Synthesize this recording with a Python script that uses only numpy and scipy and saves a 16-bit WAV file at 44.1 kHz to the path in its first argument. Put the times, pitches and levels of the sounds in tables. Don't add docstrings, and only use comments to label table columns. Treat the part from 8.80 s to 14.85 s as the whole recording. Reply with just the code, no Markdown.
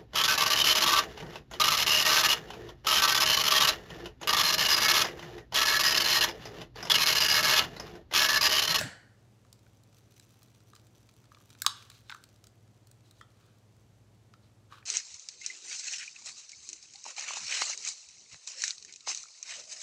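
import sys
import numpy as np
from scipy import signal
from scipy.fft import rfft, irfft, next_fast_len
from scipy.io import wavfile
from scipy.ndimage import map_coordinates

SR = 44100
rng = np.random.default_rng(int(sys.argv[2]) if len(sys.argv) > 2 else 0)


def to_wav(sig):
    pcm = np.clip(np.atleast_2d(sig), -1, 1) * 32767
    pcm = np.round(pcm).astype(np.int16)
    wavfile.write(sys.argv[1], SR, pcm.T)


N = 266981

# frequency in Hz, relative level in dB.
AIR_SPECTRUM = [(25, -40), (42, -20), (60, -7.5), (110, -5.5), (200, -9), (320, -11.5), (600, -16.5),
                (1000, -22.5), (1600, -27), (3500, -30), (7600, -32.5), (9000, -37), (14000, -43.5),
                (16000, -52.5)]
# pitch in Hz, level in dB.
HUM_TONES = [(60, -79.5), (104.1, -66), (120, -67.5), (161, -80.5), (208.2, -79), (312.3, -85.5)]
# frequency in Hz, relative level in dB.
WALL_SPECTRUM = [(200, -10), (700, -2), (1150, -2.5), (1700, -6), (2400, -13), (3200, -5.5), (4200, -1),
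                 (6000, -6.5), (9000, -4.5), (16000, -7)]
# frequency in Hz, t60 (the time to fade by 60 dB) in seconds.
WALL_T60 = [(200, 0.38), (1150, 0.35), (2200, 0.74), (4000, 0.29), (6000, .35), (10000, .22), (16000, 0.14)]
# delay in seconds, gain in dB.
SHELF_ECHOES = [(.0135, -20.5), (.03, -25.5)]
# pitch in Hz, width in Hz, starting level in dB, t60 in seconds.
LIGHTER_RINGS = [(1660, 550, -38.5, 0.53), (2966, 300, -52, 0.56), (4400, 730, -48, 0.51),
                 (7650, 1100, -45, 0.35)]
# start in seconds, pitch in Hz, level in dB, t60 in seconds.
LIGHTER_KNOCKS = [(.011, 607, -19.5, 0.032), (.013, 255, -29, 0.043), (0.037, 131, -27.5, 0.07),
                  (.051, 270, -28, 0.048), (.069, 172, -27.5, 0.027)]
# frequency in Hz, relative level in dB.
CLATTER_SPECTRUM = [(40, -35), (85, -1), (260, -6), (380, -17), (620, -7), (900, -12), (1100, -16.5),
                    (1600, -10.5), (2400, -11), (3600, -10.5), (5000, -14.5), (6300, -16), (8300, -19.5),
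                    (16000, -27)]
# frequency in Hz, t60 in seconds.
CLATTER_FADE = [(150, 0.45), (700, 0.56), (1100, 0.56), (1650, 0.72), (2600, 0.39), (8000, 0.4),
                (15000, 0.17)]
# pitch in Hz, level in dB, t60 in seconds.
NUDGE_RINGS = [(1910, -47.5, 0.023), (3220, -58.5, 0.11), (3480, -62.5, 0.17), (5260, -61.5, 0.054)]
# start in seconds, length in seconds, bright noise level in dB, body noise level in dB.
NOISE_SWELLS = [(2.884, 0.25, -60, -63), (3.095, 0.14, -62, -72), (3.226, .2, -66, -75),
                (4.23, 0.095, -69, -84), (4.334, 0.12, -69.5, -77), (4.48, 0.38, -76, -74),
                (5.6, .1, -73.5, -78.5), (5.896, 0.091, -61.5, -55), (5.958, 0.067, -68, -61.5)]
# frequency in Hz, relative level in dB.
BRIGHT_SPECTRUM = [(1200, -15.5), (2200, -9), (3100, -5), (3950, 2), (5000, -4.5), (7500, -9), (10000, -16),
                   (16000, -23)]
# frequency in Hz, relative level in dB.
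BODY_SPECTRUM = [(300, -40), (750, -15.5), (950, -7), (1150, 3.5), (1550, 0.5), (1950, -13), (3100, -4),
                 (5000, -30.5), (16000, -44.5)]
# time in seconds, strength in dB (0 is full flame).
FLAME_STRENGTH = [(0, -22), (.5, -14), (.8, -6), (1.7, -1), (2.1, -4), (2.7, 0), (3.2, -1), (3.9, -10),
                  (4.5, -10), (6.05, -19)]
# frequency in Hz, relative level in dB.
HISS_SPECTRUM = [(400, -29), (800, -10.5), (1200, 3.5), (1900, -4.5), (2600, 3), (3600, -3.5), (5500, -1),
                 (5950, 6), (6600, -2), (9000, -10.5), (13500, -13.5), (16000, -14)]
# frequency in Hz, relative level in dB.
BLISTER_SPECTRUM = [(500, -31.5), (1200, -2), (1900, -3.5), (3300, 2.5), (5500, -2), (5950, 8.5), (6500, 0),
                    (9000, -5), (13500, -4), (16000, -9)]
# frequency in Hz, relative level in dB.
CRACK_SPECTRUM = [(500, -46), (900, -13.5), (1500, -13), (2000, -19), (2400, -5.5), (2800, -11.5),
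                  (3850, -2.5), (5000, -6), (6300, -8.5), (7200, -6), (8500, -10.5), (10200, -17.5),
                  (13500, -21), (16000, -20.5)]
# start in seconds, sheet pitch in Hz,
# flex level in dB, crack level in dB, treble tilt in dB per octave (higher is brighter).
CRUST_SNAPS = [(.6488, 1210, -67, -73, -3), (.7281, 1540, -80, -53, 4), (.8648, 1490, -67, -71, -8),
               (1.3972, 1660, -66, -54.5, 2.5), (1.6307, 1910, -74, -59, 7.5),
               (1.9336, 1210, -55.5, -64, -2), (1.952, 1440, -78, -57.5, 3),
               (1.9621, 1220, -63.5, -57.5, -2), (2.2904, 1280, -68, -61.5, -5),
               (2.5176, 1210, -54, -68, -3), (2.5473, 1260, -63, -58, -8), (2.5703, 1190, -59.5, -76, -8.5),
               (2.6082, 1160, -63.5, -80, -0.5), (2.7037, 1340, -66.5, -56.5, .5),
               (2.7505, 1300, -67, -59.5, -15), (2.8194, 1580, -40.5, -30.5, 7), (2.847, 1220, -44, -72, 0),
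               (2.8642, 1143, -24.5, -19.5, -1.5), (3.0247, 1590, -75, -56, -5),
               (3.101, 1720, -63, -50.5, -1), (3.1162, 1340, -65.5, -57.5, -4.5),
               (3.2966, 1200, -52, -41.5, -12), (3.3028, 1550, -45.5, -55.5, 5.5),
               (3.3156, 1416, -52, -48.5, -9), (3.3229, 1510, -47, -45, -16.5),
               (3.3465, 1245, -46, -54.5, -.5), (3.439, 1400, -66, -53, 0), (3.641, 1270, -67, -56.5, 3),
               (3.6695, 1415, -68.5, -56.5, 4), (4.0715, 1272, -79.5, -61, 6),
               (4.1139, 1580, -75.5, -58, 5.5), (4.3108, 1190, -73, -58, 3.5),
               (4.412, 1287, -49.5, -62, .5), (5.5375, 1327, -56.5, -60.5, -8),
               (5.9234, 1160, -48.5, -64, -7.5), (5.9306, 1140, -54.5, -58.5, -11),
               (6.0272, 1320, -67, -59, -31)]


def amp(db):
    return 10 ** (np.asarray(db) / 20)


def unit(x):
    return x / np.sqrt(np.mean(x ** 2) + 1e-20)


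def burst(x, snap_s=.008):
    return x / np.sqrt(np.sum(x ** 2) / (snap_s * SR))


def along(points, hz):
    freqs, values = np.transpose(points)
    return np.interp(np.log(hz + 1), np.log(freqs + 1), values)


def wobble(rate):
    return map_coordinates(rng.standard_normal(int(N * rate / SR) + 4), [np.arange(N) * rate / SR])


def add(track, start_s, sound):
    start = max(round(start_s * SR), 0)
    part = track[start:start + len(sound)]
    part += sound[:len(part)]


def coloured(x, spectrum):
    size = next_fast_len(len(x) + 512)
    hz = np.fft.rfftfreq(size, 1 / SR)
    return unit(irfft(rfft(x, size) * amp(along(spectrum, hz)), size)[:len(x)])


def fading_noise(spectrum, t60s):
    hz, t, bands = signal.stft(coloured(rng.standard_normal(SR), spectrum), SR, nperseg=256)
    fade = amp(-60 * t / along(t60s, hz)[:, None])
    return signal.istft(bands * fade, SR, nperseg=256)[1][:SR]


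def narrow_noise(hz, width_hz):
    phase = 2 * np.pi * hz * np.arange(N) / SR
    return unit(wobble(width_hz) * np.sin(phase) + wobble(width_hz) * np.cos(phase))


def room_tone(air_db=-65.5, waver_db=1.05):
    t = np.arange(N) / SR
    hum = np.zeros(N)
    for hz, db in HUM_TONES:
        peak = np.sqrt(2) * amp(db + waver_db * wobble(3))
        hum += peak * np.sin(2 * np.pi * (hz * t + rng.random()))
    return hum + amp(air_db) * coloured(rng.standard_normal(N), AIR_SPECTRUM)


def room_echo(x, early_db=-17, late_db=-15, early_t60=.076, rise_s=.0033):
    t = np.arange(SR) / SR
    early = coloured(rng.standard_normal(SR), WALL_SPECTRUM) * amp(-60 * t / early_t60)
    late = fading_noise(WALL_SPECTRUM, WALL_T60)
    tail = amp(early_db) * early / np.linalg.norm(early) + amp(late_db) * late / np.linalg.norm(late)
    tail *= 1 - np.exp(-t / rise_s)
    for delay, db in SHELF_ECHOES:
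        add(tail, delay, amp([db]))
    return signal.fftconvolve(x, tail)[:N]


def lighter(clatter_db=-36, tap_db=-35, tap_t60=.0091, knock_rise_s=.0045):
    t = np.arange(N) / SR
    out = sum(amp(db - 60 * t / t60) * narrow_noise(hz, width) for hz, width, db, t60 in LIGHTER_RINGS)
    add(out, 0, amp(clatter_db) * fading_noise(CLATTER_SPECTRUM, CLATTER_FADE))
    t = t[:SR // 4]
    rise = 1 - np.exp(-t / knock_rise_s)
    for start, hz, db, t60 in LIGHTER_KNOCKS:
        add(out, start, amp(db - 60 * t / t60) * np.sin(2 * np.pi * hz * t) * rise)
    tap = coloured(rng.standard_normal(len(t)), CLATTER_SPECTRUM) * amp(-60 * t / tap_t60)
    add(out, .012, amp(tap_db) * burst(tap))
    return out


def nudge(start_s=4.4115):
    out, t = np.zeros(N), np.arange(SR // 5) / SR
    for hz, db, t60 in NUDGE_RINGS:
        add(out, start_s, amp(db - 60 * t / t60) * np.sin(2 * np.pi * hz * t))
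    return out


def ring_and_rustle(rough_db=2, peak_share=.4, shape_power=.99):
    t, bright, body = np.arange(N) / SR, np.zeros(N), np.zeros(N)
    for start, length, bright_db, body_db in NOISE_SWELLS:
        swell = np.interp((t - start) / length, [0, peak_share, 1], [0, 1, 0]) ** shape_power
        bright += amp(bright_db) * swell
        body += amp(body_db) * swell
    noise = rng.standard_normal((2, N)) * amp(rough_db * wobble(250))
    return bright * coloured(noise[0], BRIGHT_SPECTRUM) + body * coloured(noise[1], BODY_SPECTRUM)


def flame():
    times, db = np.transpose(FLAME_STRENGTH)
    return np.interp(np.arange(N) / SR, times, db)


def sizzle(hiss_db=-75.5, blister_db=-71.5, pops_per_s=130, spread_db=4, pop_t60=.005, sputter_db=3.5):
    t = np.arange(SR // 50) / SR
    surges = amp(sputter_db * np.clip(wobble(45), -2, 2))
    pops = (rng.random(N) < pops_per_s / SR) * amp(spread_db * rng.uniform(-1, 1, N))
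    pop_fades = signal.fftconvolve(pops, amp(-60 * t / pop_t60))[:N]
    blisters = amp(blister_db) * coloured(pop_fades * rng.standard_normal(N) * surges, BLISTER_SPECTRUM)
    hiss = amp(hiss_db) * coloured(rng.standard_normal(N) * surges, HISS_SPECTRUM)
    return amp(flame()) * (hiss + blisters)


def open_sheet(x, corner_hz=900):
    return signal.sosfilt(signal.butter(4, corner_hz, btype="high", fs=SR, output="sos"), x)


def crust(force, tilt_db):
    size = 2 * len(force)
    hz = np.fft.rfftfreq(size, 1 / SR)
    gain_db = along(CRACK_SPECTRUM, hz) + tilt_db * np.log2(np.maximum(hz, 2000) / SR)
    cepstrum = irfft(np.log(amp(gain_db)))[:len(force)]
    cepstrum[1:] *= 2
    return irfft(rfft(force, size) * np.exp(rfft(cepstrum, size)))[:len(force)]


def snap(hz, flex_db, crack_db, tilt_db, tear_db=5, tear_t60=.012, tear_rise_s=.0005,
         flex_t60=.015, flex_rise_s=.00091, overtone_gain=.4):
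    t = np.arange(2 ** 11) / SR
    tear = rng.standard_normal(len(t)) * amp(-60 * t / tear_t60) * (1 - np.exp(-t / tear_rise_s))
    force = (t == 0) + amp(tear_db) * tear / np.linalg.norm(tear)
    tones = np.sin(2 * np.pi * hz * t) + overtone_gain * np.sin(2 * np.pi * 1.35 * hz * t)
    flex = tones * amp(-60 * t / flex_t60) * (1 - np.exp(-t / flex_rise_s))
    return amp(crack_db) * burst(crust(force, tilt_db)) + amp(flex_db) * burst(flex)


def ticks(full_flame_per_s=15, rate_power=1.1, level_power=.7, max_ticks=64):
    flame_db = flame()
    expected_so_far = np.cumsum(full_flame_per_s * amp(rate_power * flame_db)) / SR
    turns = np.arange(max_ticks) + rng.random(max_ticks)
    scatter = np.clip(rng.standard_normal((max_ticks, 4)), -2, 2)
    out = np.zeros(N)
    for turn, (pitch, flex, crack, tilt) in zip(turns, scatter):
        tick = snap(hz=1250 * np.exp(.15 * pitch), flex_db=-79 + 6 * flex,
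                    crack_db=-65.5 + 2 * crack, tilt_db=1.5 + 3 * tilt)
        at = np.searchsorted(expected_so_far, turn)
        if at < N:
            add(out, at / SR, amp(level_power * flame_db[at]) * tick)
    return out


def snaps():
    out = np.zeros(N)
    for start, hz, flex_db, crack_db, tilt_db in CRUST_SNAPS:
        add(out, start, snap(hz, flex_db, crack_db, tilt_db))
    return out


def scene():
    near = open_sheet(snaps() + ticks()) + sizzle() + ring_and_rustle() + nudge()
    return (near + room_echo(near) + lighter() + room_tone())[None]


def record(dry):
    size = next_fast_len(N + SR // 4)
    hz = np.fft.rfftfreq(size, 1 / SR)
    bass_cut = amp(along([(25, -18.5), (50, 0)], hz))
    treble_cut = np.clip((15800 - hz) / 500 + .5, 0, 1)
    return irfft(rfft(dry, size) * bass_cut * treble_cut, size)[..., :N]


dry = scene()
out = record(dry)
to_wav(out)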